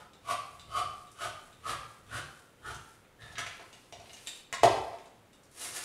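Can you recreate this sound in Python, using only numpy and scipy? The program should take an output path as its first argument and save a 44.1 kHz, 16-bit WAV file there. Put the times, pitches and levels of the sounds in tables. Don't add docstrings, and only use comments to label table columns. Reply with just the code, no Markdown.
import sys
import numpy as np
from scipy import signal
from scipy.fft import rfft, irfft
from scipy.io import wavfile

SR = 44100
rng = np.random.default_rng(int(sys.argv[2]) if len(sys.argv) > 2 else 0)


def unload_audio(sound):
    columns = np.transpose(np.atleast_2d(sound))
    steps = np.round(np.clip(columns, -1, 1) * 32767)
    wavfile.write(sys.argv[1], SR, steps.astype(np.int16))


N = 257544

TWISTS = [(0.0, 0.072, 0.0026, -56, 1260, 170, -43.5, 790, 324, -51, 1710, -20, 3500, -27),
          (0.302, 0.061, 0.016, -39.5, 1130, 197, -36, 690, 152, -42, 2250, -14, 1020, -7),
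          (0.766, 0.091, 0.027, -42.5, 1190, 163, -31.5, 690, 110, -44, 3030, -9.5, 4640, -18.5),
          (1.219, 0.061, 0.03, -42.5, 1240, 259, -39, 657, 150, -48.5, 1440, -4, 3010, -10.5),
          (1.674, 0.052, 0.038, -42, 1199, 225, -35, 650, 333, -51.5, 1630, -5, 1910, -24),
          (2.144, 0.073, 0.031, -44, 1370, 483, -42, 506, 304, -53.5, 1206, -7.5, 3080, -20),
          (2.665, 0.057, 0.046, -49.5, 1343, 413, -43, 836, 202.3, -52, 392, -6.5, 3150, -11.5),
          (3.208, 0.041, 0.11, -61, 1720, 220, -57, 840, 483, -69, 3640, -11, 1330, -2),
          (3.385, 0.0086, 0.0046, -45.5, 1670, 258, -40, 830, 480, -50.5, 1360, 3, 3320, 0)]
# f/Hz, level/dB
TEAR_SPECTRUM = [(150, -86), (250, -11), (692, -9), (913, -3), (1180, -13.5), (1360, -64), (1920, -7.5),
                 (2950, -6), (5410, -14.5), (9890, -13.5), (15500, -35.5)]
# full strength t/s, rise/s, hold/s, level/dB
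TABLE_PUSHES = [(0.0, .05, 0.0086, -63), (0.306, .1, 0.029, -53), (0.547, 0.075, .03, -61.5),
                (0.678, .1, 0.22, -55), (1.262, 0.14, .02, -54), (1.674, 0.14, 0.12, -51.5),
                (2.15, 0.16, 0.097, -50.5), (2.67, .07, 0.1, -51), (3.232, 0.04, 0.21, -56.5),
                (3.974, 0.087, .03, -62), (4.641, 0.033, 0.024, -37.5), (4.75, .04, .03, -48),
                (5.686, 0.17, 0.033, -70)]
# f/Hz, width/Hz, level/dB
SHAKE_MODES = [(62, 19, -4), (108.7, 13.5, 2), (121, 18.6, -1), (137.4, 20, -2)]
# t/s, level/dB
REGRIPS = [(.134, -50), (0.596, -42), (1.071, -52), (1.528, -51), (2.065, -60), (2.473, -65)]
# lower f/Hz, upper f/Hz, upper share/dB, ring share/dB, table share/dB
REGRIP_SOUND = (3450, 7700, -8, 5, -28)
# t/s, level/dB, then as REGRIP_SOUND
KNOCKS = [(1.115, -50, 6000, 9500, 12, -10, -30), (2.746, -54, 3150, 6600, 13, 7.5, -30),
          (3.047, -51, 1690, 3030, -11, -4, -16), (3.221, -48, 1690, 3600, -4, 13.5, -12),
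          (3.324, -45.5, 3500, 6500, 3, -16, -8), (3.355, -34.5, 1690, 3640, -1, -2.5, -30),
          (3.382, -21, 1750, 5350, -5, 2.5, -47), (3.465, -27, 2100, 6040, -7, -2.5, -19.5),
          (3.596, -32.5, 825, 3440, -8, -19, -12), (3.729, -40, 2900, 6360, -4.5, 3, -18),
          (3.834, -52, 3820, 7170, -7, -6, -16), (3.925, -37, 2680, 5750, -3.5, 5, -5.5),
          (3.998, -42, 2440, 4470, -2, -13, -4), (4.057, -44, 1800, 3650, 2, -10, -20),
          (4.095, -38.5, 2630, 3670, -2.5, -2.5, -16.5), (4.133, -44, 2880, 6300, 3.5, 7, -29),
          (4.166, -35, 2990, 8600, -24, -18, -21.5), (4.265, -48, 3700, 7300, -19, 11.5, -41),
          (4.272, -27, 3300, 7500, -1, 1, -38), (4.527, -25.5, 1950, 6780, -3.5, 6, -19),
          (4.536, -31, 1070, 3470, 4, -1, -19), (4.6304, -27, 2620, 7000, -4, -7, -14),
          (4.634, -12.5, 1980, 6040, -4.5, -4.5, 4), (4.931, -40.5, 1070, 3500, -4, -12, 2),
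          (4.984, -43.5, 2000, 5060, -4, -13, -17), (5.057, -47, 3560, 7500, -3, -8, -21),
          (5.17, -60.5, 1450, 4000, 1, -16, -20), (5.257, -57, 1460, 3630, -4, -23, -21),
          (5.331, -54, 3080, 8850, 6.5, 7, -38), (5.433, -57, 3570, 7700, 9.5, -12, -28),
          (5.513, -56, 3600, 8830, 11, -14, -24)]
# f/Hz, level/dB, t60/s
OPENER_MODES = [(1070, 7, 0.12), (1410, -6, 0.051), (1690, -12.5, 0.073), (2040, 5, 0.016),
                (2320, -2, 0.027), (2870, -1.5, 0.025), (3030, -13, .03), (3560, -1, 0.018),
                (3680, -2, 0.03), (3870, -2, 0.029), (5000, -1, .015), (5750, 2.5, 0.0115),
                (6350, 3.5, 0.011), (7130, 4.5, 0.0092), (7500, 6, 0.01), (7840, -1, .01), (9900, -7, .01)]
# f/Hz, level/dB, t60/s
TABLE_TOP_MODES = [(398, -7, 0.084), (458, -4, 0.059), (612, 2, 0.023), (690, 2, 0.092), (753, 4.5, 0.037),
                   (873, 6, 0.025), (1014, -14, 0.069)]
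# t/s, level/dB
HAND_MOVES = [(3.4, -67), (3.52, -47.5), (3.98, -54), (4.12, -44.5), (4.38, -40), (4.6, -84), (4.7, -39.5),
              (5.3, -68), (5.5, -58)]
# f/Hz, level/dB
RUSTLE_SPECTRUM = [(120, -56), (200, -18), (392, -2.5), (454, -15), (497, 3.5), (575, -11), (783, -4.5),
                   (4330, -7), (9830, -2), (15500, -23)]
# t/s, level/dB
LINER_BRUSH = [(5.5, -81), (5.51, -71.5), (5.612, -41.5), (5.65, -42.5), (5.726, -50), (5.77, -36),
               (5.79, -51.5), (5.84, -42.5)]
# t/s, level/dB
LINER_SNAPS = [(5.5648, -37), (5.5924, -40), (5.615, -26), (5.6526, -26), (5.6816, -29), (5.751, -26),
               (5.7643, -22)]
# f/Hz, level/dB
ROOM_TONE_SPECTRUM = [(15, -20.5), (25, 7), (66, -14), (156, 1.5), (537, 0), (648, -5), (1200, -6.5),
                      (3260, -15), (5010, -21.5), (9550, -22.5), (15500, -28)]
# f/Hz, t60/s
ROOM_T60 = [(90, 0.22), (250, 0.54), (700, 0.7), (2000, 0.67), (6000, 0.59), (12000, 0.17)]
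# t/s after the direct sound, level/dB
WALL_ECHOES = [(.008, -14), (0.0201, -7.5)]


def from_db(db):
    return 10 ** (np.asarray(db) / 20)


def unit_power(x):
    return x / np.sqrt(np.mean(x ** 2) + 1e-20)


def envelope(points, fade_s=0.0086):
    times, levels = np.transpose(points)
    t = np.arange(N) / SR
    gate = np.clip(np.minimum(t - times[0] + fade_s, times[-1] + fade_s - t) / fade_s, 0, 1)
    return gate * from_db(np.interp(t, times, levels))


def stroke(s, rise, hold, db, rise_db=24, fall_db_per_s=450):
    t = np.arange(N) / SR - s
    level_db = db + np.minimum(rise_db * t / rise, 0) - fall_db_per_s * np.maximum(t - hold, 0)
    return from_db(np.maximum(level_db, -200))


def at_hz(points, hz):
    freqs, values = np.transpose(points)
    return np.interp(np.log(hz), np.log(freqs), values)


def colour(x, spectrum):
    hz = np.maximum(np.fft.rfftfreq(len(x), 1 / SR), 1)
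    return unit_power(irfft(rfft(x) * from_db(at_hz(spectrum, hz)), len(x)))


def bandpass(x, low_hz, high_hz):
    return signal.sosfilt(signal.butter(2, [low_hz, high_hz], "band", fs=SR, output="sos"), x)


def resonate(x, hz, width_hz):
    r = np.exp(-np.pi * width_hz / SR)
    b = np.sqrt((1 - r * r) / 2) * np.array([1, 0, -1])
    return signal.lfilter(b, [1, -2 * r * np.cos(2 * np.pi * hz / SR), r * r], x)


def ring(x, hz, t60):
    r, w = from_db(-60 / (t60 * SR)), 2 * np.pi * hz / SR
    return signal.lfilter([0, np.sin(w)], [1, -2 * r * np.cos(w), r * r], x + 1e-18)


def grains(per_s, uneven_db):
    sizes = from_db(uneven_db * np.minimum(rng.exponential(1, N), 4)) * rng.choice([-1, 1], N)
    return unit_power(sizes * (rng.random(N) < per_s / SR))


def lid_tearing():
    lid_lead_s, lower_lag_s = 0.015, 0.0037
    slips = grains(per_s=2200, uneven_db=2.0)
    tear = colour(slips, TEAR_SPECTRUM)
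    out = np.zeros(N)
    for s, rise, hold, tear_db, lid_hz, lid_width, lid_db, low_hz, low_width, low_db, *wall in TWISTS:
        span = slice(max(round((s - .15) * SR), 0), round((s + .35) * SR))
        tear_gain = stroke(s, rise, hold, tear_db)[span]
        lid_gain = stroke(s - lid_lead_s, rise, hold, lid_db, rise_db=39.5)[span]
        low_gain = stroke(s + lower_lag_s, rise, hold, low_db)[span]
        out[span] += tear_gain * tear[span]
        lid = resonate(lid_gain * slips[span], lid_hz, lid_width)
        out[span] += resonate(lid, lid_hz, lid_width) * np.sqrt(6 * lid_width / SR)
        out[span] += resonate(low_gain * slips[span], low_hz, low_width)
        for hz, db in np.reshape(wall, (2, 2)):
            out[span] += from_db(db) * resonate(tear_gain * slips[span], hz, width_hz=60 + 0.01 * hz)
    return from_db(-3) * out


def table_shake():
    noise = rng.standard_normal(N)
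    pushes = [stroke(*push, rise_db=23.5, fall_db_per_s=142) for push in TABLE_PUSHES]
    effort = from_db(-71) + np.max(pushes, axis=0)
    rumble = sum((-1) ** k * from_db(db) * resonate(noise, hz, width)
                 for k, (hz, width, db) in enumerate(SHAKE_MODES))
    return effort * unit_power(rumble)


def table_top(blow):
    rings = sum(from_db(db) * ring(blow, hz, t60) for hz, db, t60 in TABLE_TOP_MODES)
    return signal.sosfilt(signal.butter(4, 340, "high", fs=SR, output="sos"), rings)


def opener_knocks():
    rattle_rise_s, rattle_decay_s, rattle_db = 0.0019, 0.0056, 15
    out, size = np.zeros(N), SR // 5
    t = np.arange(size) / SR
    click = (t == 0) * 1.0
    contacts = [(*grip, *REGRIP_SOUND) for grip in REGRIPS] + KNOCKS
    for s, db, low_hz, high_hz, high_db, ring_db, table_db in contacts:
        rattle = rng.standard_normal(size) * np.exp(-t / rattle_decay_s) * np.minimum(t / rattle_rise_s, 1)
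        crack = click + from_db(rattle_db) * rattle / np.sqrt(np.sum(rattle ** 2))
        hit = from_db(table_db) * table_top(click)
        for hz, band_db, sign in (low_hz, 0, 1), (high_hz, high_db, -1):
            band = bandpass(crack, hz / 1.6, min(hz * 1.6, 10500))
            hit += sign * from_db(band_db + 17) * band * np.sqrt(1000 / hz)
        for mode_hz, mode_db, t60 in OPENER_MODES:
            nearness = from_db(-6 * (np.log2(mode_hz / low_hz) / 0.25) ** 2)
            nearness += from_db(high_db - 6.5 * (np.log2(mode_hz / high_hz) / 0.12) ** 2)
            hit += nearness * from_db(mode_db + ring_db) * ring(click, mode_hz, t60)
        start = round(s * SR)
        out[start:start + size] += from_db(db - 11.5) * hit[:N - start]
    return out


def sleeve_rustle():
    lag_s = 0.087
    arm_returns = sum(stroke(s + lag_s, rise=0.15, hold=0.17, db=-48, rise_db=14, fall_db_per_s=100)
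                      for s, *_ in TWISTS[1:7])
    cloth = colour(grains(per_s=3600, uneven_db=3.0), RUSTLE_SPECTRUM)
    return from_db(-16) * (arm_returns + envelope(HAND_MOVES)) * cloth


def liner_crackle():
    crackle = from_db(-2) * envelope(LINER_BRUSH) * grains(per_s=4500, uneven_db=3.5)
    for s, db in LINER_SNAPS:
        crackle[round(s * SR)] += from_db(db)
    return colour(crackle, RUSTLE_SPECTRUM) * np.sqrt(np.mean(crackle ** 2))


def bare_room(x):
    tail_db, onset_s = 1.5, 0.0044
    scatter_db, scatter_s = 2, 0.0067
    t = np.arange(SR) / SR
    tail = np.zeros(SR)
    for low_hz in 45 * 2.0 ** np.arange(9):
        octave = bandpass(rng.standard_normal(SR), low_hz, min(2 * low_hz, .45 * SR))
        tail += octave * from_db(-60 * t / at_hz(ROOM_T60, low_hz * np.sqrt(2)))
    tail *= 1 - np.exp(-t / onset_s)
    tail *= 1 + from_db(scatter_db) * np.exp(-t / scatter_s)
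    response = from_db(tail_db) * tail / np.sqrt(np.sum(tail ** 2))
    response[0] += 1
    for s, db in WALL_ECHOES:
        response[round(s * SR)] += from_db(db)
    return signal.fftconvolve(x, response)[:N]


def scene():
    room_tone = from_db(-62) * colour(rng.standard_normal(N), ROOM_TONE_SPECTRUM)
    close_sounds = lid_tearing() + opener_knocks() + liner_crackle()
    return (bare_room(close_sounds) + table_shake() + sleeve_rustle() + room_tone)[None]


def record(dry):
    cutoff_hz = 15680
    return signal.sosfilt(signal.ellip(12, .5, 70, cutoff_hz, fs=SR, output="sos"), dry)


dry = scene()
out = record(dry)
unload_audio(out)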